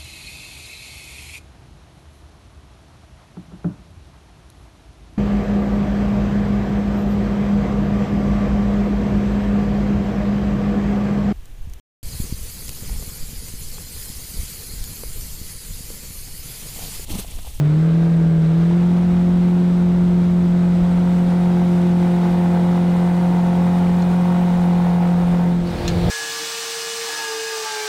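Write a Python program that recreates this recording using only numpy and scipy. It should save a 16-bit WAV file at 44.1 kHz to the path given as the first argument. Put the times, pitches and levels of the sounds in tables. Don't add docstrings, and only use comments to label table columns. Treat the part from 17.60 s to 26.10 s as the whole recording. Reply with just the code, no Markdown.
import sys
import numpy as np
from scipy import signal
from scipy.fft import rfft, irfft, next_fast_len
from scipy.io import wavfile
from scipy.ndimage import uniform_filter1d, map_coordinates

SR = 44100
rng = np.random.default_rng(int(sys.argv[2]) if len(sys.argv) > 2 else 0)


def wav_out(sig):
    wavfile.write(sys.argv[1], SR, np.round(np.clip(np.atleast_2d(sig).T, -1, 1) * 32767).astype(np.int16))


N = 374850
CRUISE_HZ = 44.06
WAKE_OPEN_AT = 0.54
BOW_OPEN_AT = 0.81
TOP_HZ = 15720


def amp(db):
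    return 10 ** (np.asarray(db) / 20)


def unit(x):
    return x / np.sqrt(np.mean(x ** 2) + 1e-20)


def curve(rows):
    times, values = np.transpose(rows)
    return np.interp(np.arange(N) / SR, times, values)


def wobble(rate):
    points = rng.standard_normal(int(N * rate / SR) + 4)
    return map_coordinates(points, [np.arange(N) * rate / SR])


def filtered(x, response):
    size = next_fast_len(N + SR // 2)
    return irfft(rfft(x, size) * response(np.fft.rfftfreq(size, 1 / SR)), size)[:N]


def coloured(x, spectrum):
    freqs, db = np.transpose(spectrum)
    return unit(filtered(x, lambda hz: amp(np.interp(np.log(hz + 1), np.log(freqs), db))))


def turbulence(patchy_db):
    grid = signal.stft(rng.standard_normal(N), nperseg=512)[2]
    patches = uniform_filter1d(rng.standard_normal(grid.shape), size=7, axis=0)
    patches = uniform_filter1d(patches, size=12, axis=1)
    return signal.istft(grid * amp(patchy_db * unit(patches)), nperseg=512)[1][:N]


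def engine_tones(angle, tones, waver_db, rough, spread):
    out = np.zeros(N)
    for multiple, db in tones:
        phase = multiple * angle + rng.normal(0, spread) + rough * wobble(40)
        out += amp(db + waver_db * wobble(3.054)) * np.sqrt(2) * np.cos(phase)
    return out


def hull(angle, strain, stern, swing):
    # time in seconds, level in dB.
    octave_levels = [(0, -31.5), (0.85, -36), (1.15, -31), (1.55, -33.5), (2.25, -29.5), (3.4, -36.5),
                     (3.97, -30.5), (4.35, -29), (5.3, -33.5), (7.1, -35.5), (7.85, -38), (8.3, -31)]
    # multiple of the cycle rate, relative level in dB.
    hull_tones = [(2, -36), (3, -37.5), (5, -36.5), (6, -39), (7, -51), (9, -51.5), (10, -48), (11, -47),
                  (13, -50.5), (14, -56), (15, -45.5)]
    # frequency in Hz, relative level in dB.
    drone_shape = [(40, -29.5), (85, -2.5), (130, -3), (180, 2.5), (240, -2), (330, -3), (450, -9),
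                   (600, -12.5), (1000, -19.5), (2000, -49)]
    boom_db = -14.5 - stern + 0.5 * strain
    silent_at = 0.69
    standing = np.cos(np.pi / 2 * swing / silent_at)
    turned = np.clip(np.maximum(stern / WAKE_OPEN_AT, swing), 0, 1)
    overtone_db = -42.5 + 6.5 * turned - 3.5 * strain
    firing = 4 * angle
    boom = standing * amp(boom_db + 0.04 * wobble(25)) * np.cos(firing)
    octave = amp(curve(octave_levels) + 1.73 * wobble(20)) * np.cos(2 * firing + 0.17 * wobble(27))
    overtone = amp(overtone_db + 1.6 * wobble(20)) * np.cos(3 * firing + 0.055 * wobble(25))
    throb = amp(-1.4 - 3.6 * strain) * engine_tones(angle, hull_tones, waver_db=2, rough=0.19, spread=2.08)
    drone = amp(-32.5 - 0.5 * strain) * coloured(turbulence(patchy_db=1.0), drone_shape)
    return np.sqrt(2) * (boom + octave + overtone) + throb + drone


def exhaust(angle, speed, strain, stern, bow):
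    # frequency in Hz, relative level in dB.
    rasp_shape = [(250, -26), (480, 3), (600, -4.5), (720, 1.5), (910, 3), (1050, -6), (1500, -11.5),
                  (1700, -18), (2050, -19), (2600, -26), (5000, -38)]
    # multiple of the cycle rate, relative level in dB.
    exhaust_tones = [(16, -38.5), (17, -40.5), (19, -40), (20, -45.5), (21, -41.5), (23, -50.5),
                     (24, -52.5), (25, -50), (29, -59.5), (32, -59), (33, -57), (35, -56), (41, -60),
                     (42, -59), (46, -56), (56, -59), (66, -60)]
    strain_tones = [(7, -44.5), (10, -45), (11, -38.5), (14, -42), (17, -46), (29, -55), (38, -52.5),
                    (40, -54.5)]
    level_db = -42 + 10.5 * stern + 0.9 * (speed - CRUISE_HZ) + 3.5 * bow
    late = angle - np.pi / 4
    puffs = np.exp(0.22 * np.cos(4 * late) + 0.3 * np.cos(late))
    rasp = amp(-4) * coloured(puffs * turbulence(patchy_db=1.5), rasp_shape)
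    hum = amp(32.5 - 3.3 * strain) * engine_tones(late, exhaust_tones, waver_db=1.3, rough=0.13, spread=0.5)
    buzz = amp(42.5) * strain * engine_tones(late, strain_tones, waver_db=1.2, rough=0.3, spread=1.65)
    flicker_db = 1.3 * wobble(55)
    return amp(level_db + flicker_db) * (rasp + hum + buzz)


def whistle(stern):
    pitch_hz, width_hz = 7810, 190
    band = unit(filtered(rng.standard_normal(N), lambda hz: np.exp(-((hz - pitch_hz) / width_hz) ** 2)))
    return amp(-67.5 - 0.3 * stern + 2.6 * wobble(8)) * band


def water(speed, stern, bow):
    # frequency in Hz, relative level in dB.
    wash_shape = [(200, -7.5), (600, 5), (1400, 8), (1750, 3), (2100, 3.5), (2800, -2), (3800, -2),
                  (4500, -7), (6300, -12), (7200, -14), (9300, -17), (11000, -24.5), (16000, -34)]
    fizz_shape = [(3000, -29.5), (7000, 1), (9300, 2.5), (11300, -3.5), (12700, -1), (16000, -11.5)]
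    spray_shape = [(500, -7.5), (1700, -1.5), (2600, -0.5), (4000, 0.5), (5000, -5), (7000, -13),
                   (10000, -16.5), (16000, -22.5)]
    wake_view = np.minimum(stern / WAKE_OPEN_AT, 1)
    acceleration = uniform_filter1d(np.gradient(speed) * SR, size=SR // 5)
    surge_db = 1.5 * np.tanh(np.maximum(acceleration, 0) / 2.5)
    wash_db = -41.5 + 2.5 * wake_view + 0.38 * (speed - CRUISE_HZ) + surge_db
    fizz_db = -66.5 + 8.5 * wake_view + 2 * (speed - CRUISE_HZ)
    spray_db = -38 - 45 * (1 - bow) ** 2
    droplets = amp(0.6 * wobble(500) + 0.4 * wobble(25))
    wash = coloured(droplets * turbulence(patchy_db=0.56), wash_shape)
    fizz = coloured(droplets * turbulence(patchy_db=2.5), fizz_shape)
    spray = coloured(droplets * turbulence(patchy_db=2.1), spray_shape)
    return amp(wash_db) * wash + amp(fizz_db) * fizz + amp(spray_db) * spray


def wind(stern, bow):
    # time of the peak in seconds, length in seconds, level in dB.
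    air_puffs = [(1.538, 0.2, -32.5), (2.4, 0.3, -33), (2.74, 0.14, -34), (3.24, 0.14, -29),
                 (5.42, 0.18, -39), (6.02, 0.1, -38), (6.3, 0.2, -36), (6.9, 0.5, -39), (7.68, 0.2, -34)]
    # frequency in Hz, relative level in dB.
    rumble_shape = [(10, -17), (25, -2.5), (45, 4.5), (70, -1), (120, -24.5), (300, -29), (900, -65.5)]
    roar_shape = [(15, -25), (45, 3), (90, 2.5), (140, 1), (250, -20), (500, -17), (1200, -44),
                  (4000, -57.5)]
    t = np.arange(N) / SR
    breeze = amp(-38 - 6.5 * stern + 8 * bow ** 3 + wobble(4.8))
    puffs = sum(amp(db) * np.exp(-(2 * (t - peak) / length) ** 2) for peak, length, db in air_puffs)
    roar_db = -21.7 - 86.5 * (1 - bow) ** 2
    rumble = coloured(rng.standard_normal(N) * amp(1.4 * wobble(16)), rumble_shape)
    roar = coloured(rng.standard_normal(N) * amp(2.1 * wobble(22)), roar_shape)
    return np.hypot(breeze, puffs) * rumble + amp(roar_db) * roar


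def knocks():
    # start in seconds, level in dB, seconds for the crack to fade by 60 dB.
    hits = [(6.421, -39.5, 0.036), (8.2785, -21.5, 0.064)]
    # frequency in Hz, relative level in dB.
    crack_shape = [(600, -16), (1800, -3.5), (2800, 3.5), (4500, -1), (6800, 2), (8500, -19), (15000, -22)]
    # frequency in Hz, relative level in dB, seconds to fade by 60 dB.
    ring_tones = [(1750, 0, 0.1), (2940, -10, .08), (4180, 8.5, 0.069), (5900, -5.5, .045)]
    t = np.arange(N) / SR
    out = np.zeros(N)
    for start, db, fade in hits:
        age = np.maximum(t - start, 0)
        crack = amp(-60 * age / fade) * coloured(rng.standard_normal(N), crack_shape)
        ring = sum(amp(level - 60 * age / life) * np.sin(2 * np.pi * hz * age)
                   for hz, level, life in ring_tones)
        out += amp(db) * (t >= start) * (crack + amp(-11) * ring)
    return out


def scene():
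    # time in seconds, cycles a second.
    engine_speed = [(0, 36.5), (0.1, 37.8), (0.26, 40.7), (0.48, 41.7), (0.66, 41.1), (0.86, 40.3),
                    (1.17, 43.5), (1.45, 44.1), (1.9, 44.2), (3.1, 43.9), (3.5, 44.2), (4.9, 43.78),
                    (6.8, 44.2), (7.15, 43.8), (7.6, 43.75), (8.5, 43.1)]
    # time in seconds, share from 0 to 1.
    facing_stern = [(0, 0.05), (2.85, 0), (3.85, 0.49), (4.38, 0.45), (4.48, 0.88), (6, 0.91), (7.83, 0.95),
                    (7.97, 0.1), (8.5, 0.5)]
    # time in seconds, share of the swing from 0 to 1.
    bow_swing = [(7.76, 0.01), (8.37, 0.98)]
    speed, stern, swing = curve(engine_speed), curve(facing_stern), curve(bow_swing)
    bow = np.minimum(swing / BOW_OPEN_AT, 1)
    angle = 2 * np.pi * np.cumsum(speed * (1 + 0.0008 * wobble(14))) / SR
    strain = np.clip((CRUISE_HZ - speed) / 2, 0, 1)
    motor = hull(angle, strain, stern, swing) + exhaust(angle, speed, strain, stern, bow) + whistle(stern)
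    return (motor + water(speed, stern, bow) + wind(stern, bow) + knocks())[None]


def record(dry):
    return filtered(dry[0], lambda hz: hz < TOP_HZ)[None]


dry = scene()
out = record(dry)
wav_out(out)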